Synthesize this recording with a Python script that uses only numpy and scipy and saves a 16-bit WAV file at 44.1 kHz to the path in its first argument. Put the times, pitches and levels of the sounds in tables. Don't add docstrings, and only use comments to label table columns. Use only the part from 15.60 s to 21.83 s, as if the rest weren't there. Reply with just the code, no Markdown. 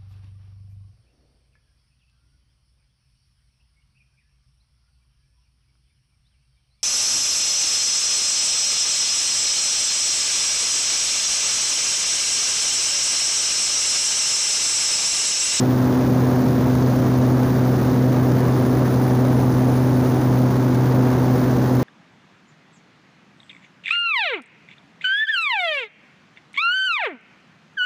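import sys
import numpy as np
from scipy.fft import rfft, irfft, next_fast_len
from scipy.io import wavfile
from scipy.ndimage import uniform_filter1d, map_coordinates

SR = 44100
rng = np.random.default_rng(int(sys.argv[2]) if len(sys.argv) > 2 else 0)


def dump(signal):
    limited = np.clip(np.atleast_2d(signal).T, -1, 1)
    pcm = np.round(limited * 32767).astype(np.int16)
    wavfile.write(sys.argv[1], SR, pcm)


N = 274743

BLADE_HZ = 126.42
WHISTLE_HZ = 9799
TOP_HZ = 15500


def amp(db):
    return 10 ** (np.asarray(db) / 20)


def unit(x):
    return x / np.sqrt(np.mean(x ** 2) + 1e-20)


def wobble(rate):
    knots = rng.standard_normal(int(N * rate / SR) + 4)
    return map_coordinates(knots, [np.arange(N) * rate / SR])


def filtered(x, response):
    m = next_fast_len(N + SR // 2)
    hz = np.fft.rfftfreq(m, 1 / SR)
    return irfft(rfft(x, m) * response(hz), m)[:N]


def noise(response):
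    return unit(filtered(rng.standard_normal(N), response))


def rush(points):
    f, db = np.transpose(points)

    def response(hz):
        level_db = np.interp(np.log(hz + 1), np.log(f), db)
        return amp(level_db) / np.maximum(hz / f[-1], 1) ** 2

    return noise(response)


def tone(hz, drift_hz):
    cycles = np.cumsum(hz + drift_hz * wobble(5)) / SR
    return np.sqrt(2) * np.sin(2 * np.pi * (cycles + rng.random()))


def propeller(standing_db, dispersion=0.98, scatter=0.034):
    harmonic_levels = [-19.5, -21.5, -30.5, -45.5, -51, -43.5, -48.5, -48, -56, -54.5, -58, -57]
    waver_first_db, waver_growth = 0.75, 0.7
    waver_per_s = 6.5
    angle = 2 * np.pi * np.cumsum(BLADE_HZ + 0.035 * wobble(2.06)) / SR
    drone = np.zeros(N)
    for k, db in enumerate(harmonic_levels, 1):
        waver_db = waver_first_db * k ** waver_growth
        lag = dispersion * k ** 2 + scatter * k * wobble(9)
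        harmonic = amp(waver_db * wobble(waver_per_s)) * np.sin(k * angle - lag)
        drone -= amp(db + standing_db.get(k, 0)) * unit(harmonic)
    return drone


def machinery():
    # f/Hz, rms level/dB about which each one wavers
    tone_levels = [(26.3, -33), (158.1, -37.5), (853.2, -47.5), (884.9, -52), (1580, -65), (3002.5, -67.5)]
    return sum(amp(db + 2.9 * wobble(4.48)) * tone(hz, drift_hz=0.37) for hz, db in tone_levels)


def turbine(lower_db, upper_db, eddies, whistle_db=-63.0, flutter_db=1.15, flicker_db=1.55):
    # centre f/Hz, width/Hz between the -3.7 dB points, level/dB before flicker and flutter
    whine_bands = [(9840, 410, -55.5), (14630, 400, -48.4), (15000, 260, -60.9)]
    whistle_level_db = whistle_db + 1.4 * lower_db + 1.5 * wobble(14)
    sound = amp(whistle_level_db) * tone(WHISTLE_HZ, drift_hz=2.13)
    for (centre, width, db), shift_db in zip(whine_bands, (lower_db, upper_db, upper_db)):
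        band = noise(lambda hz: (1 + (2 * (hz - centre) / width) ** 2) ** -.62)
        sound = sound + amp(db + shift_db + flicker_db * wobble(76)) * band
    return amp(flutter_db * eddies) * sound


def slipstream(eddies, rumble_db=-21.5, roar_db=-28.0, eddy_db=1.0, gust_db=.5):
    # f/Hz, relative spectral density level/dB
    rumble_spectrum = [(20, -25), (41, -24), (54, -9), (68, -4), (108, -2), (150, 1), (180, -2), (205, 1.5),
                       (245, 2), (315, 1), (385, -8.5), (500, -11.5), (900, -30)]
    # f/Hz, relative spectral density level/dB
    roar_spectrum = [(200, -19), (390, -5.5), (455, 1), (620, -2.5), (790, -5.5), (930, -5.5),
                     (1300, -11.5), (1650, -13.5), (2200, -21), (3200, -32)]
    rumble = amp(rumble_db) * rush(rumble_spectrum)
    roar_level_db = roar_db + eddy_db * eddies + gust_db * wobble(14)
    return rumble + amp(roar_level_db) * rush(roar_spectrum)


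def vents(aim_db, eddies, db=-42.6, flutter_db=0.8, sputter_db=1.5):
    # f/Hz, relative spectral density level/dB
    hiss_spectrum = [(900, -19), (2400, -4), (3500, 1), (6500, 0.5), (6900, -4.5), (8000, -14), (9000, -16),
                     (11000, -12.5), (12600, -11), (13400, -11), (15500, -3)]
    level_db = db + aim_db + flutter_db * eddies + sputter_db * wobble(400)
    return amp(level_db) * rush(hiss_spectrum)


def ramp(start_s, length_s):
    return np.clip((np.arange(N) / SR - start_s) / length_s, 0, 1)


def scene():
    first_tilt_db, second_tilt_db, vent_tilt_db, upper_tilt_db = 1.7, -1.2, -0.6, -0.6
    tilt = ramp(start_s=1.0, length_s=1.6) - .5

    node_s, node_width_s, node_db = 3.15, 0.83, -1.5
    node = np.exp(-((np.arange(N) / SR - node_s) / node_width_s) ** 2)

    swell_start_s, attack_s, hold_s, release_s, swell_db = 2.6, 0.62, 1.4, 0.3, 3.0
    swell = ramp(swell_start_s, attack_s) - ramp(swell_start_s + attack_s + hold_s, release_s)

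    eddies = wobble(190)
    drone = propeller({1: first_tilt_db * tilt, 2: second_tilt_db * tilt + node_db * node})
    whine = turbine(swell_db * swell, upper_tilt_db * tilt, eddies)
    air = slipstream(eddies) + vents(vent_tilt_db * tilt, eddies)
    return (drone + machinery() + whine + air)[None]


def compressor(x, knee_db=-14.0, slope=0.56, ahead_s=0.00148, smooth_s=0.00064, makeup_db=0.4):
    power = np.abs(uniform_filter1d(x ** 2, max(int(smooth_s * SR), 1)))
    coming = np.interp(np.arange(N) + ahead_s * SR, np.arange(N), power)
    gain = (1 + (coming / amp(knee_db) ** 2) ** 2) ** (-slope / 2)
    return x * amp(makeup_db) * gain


def leveller(x, window_s=0.0272, share=0.24):
    power = np.abs(uniform_filter1d(x ** 2, max(int(window_s * SR), 1))) + 1e-9
    return x * (np.mean(power) / power) ** (share / 2)


def record(dry, low_cut_hz=56):
    x = leveller(compressor(dry[0]))

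    def band(hz):
        low_cut = hz ** 3 / np.hypot(hz ** 3, low_cut_hz ** 3)
        return (hz < TOP_HZ) * low_cut

    return filtered(x, band)[None]


dry = scene()
out = record(dry)
dump(out)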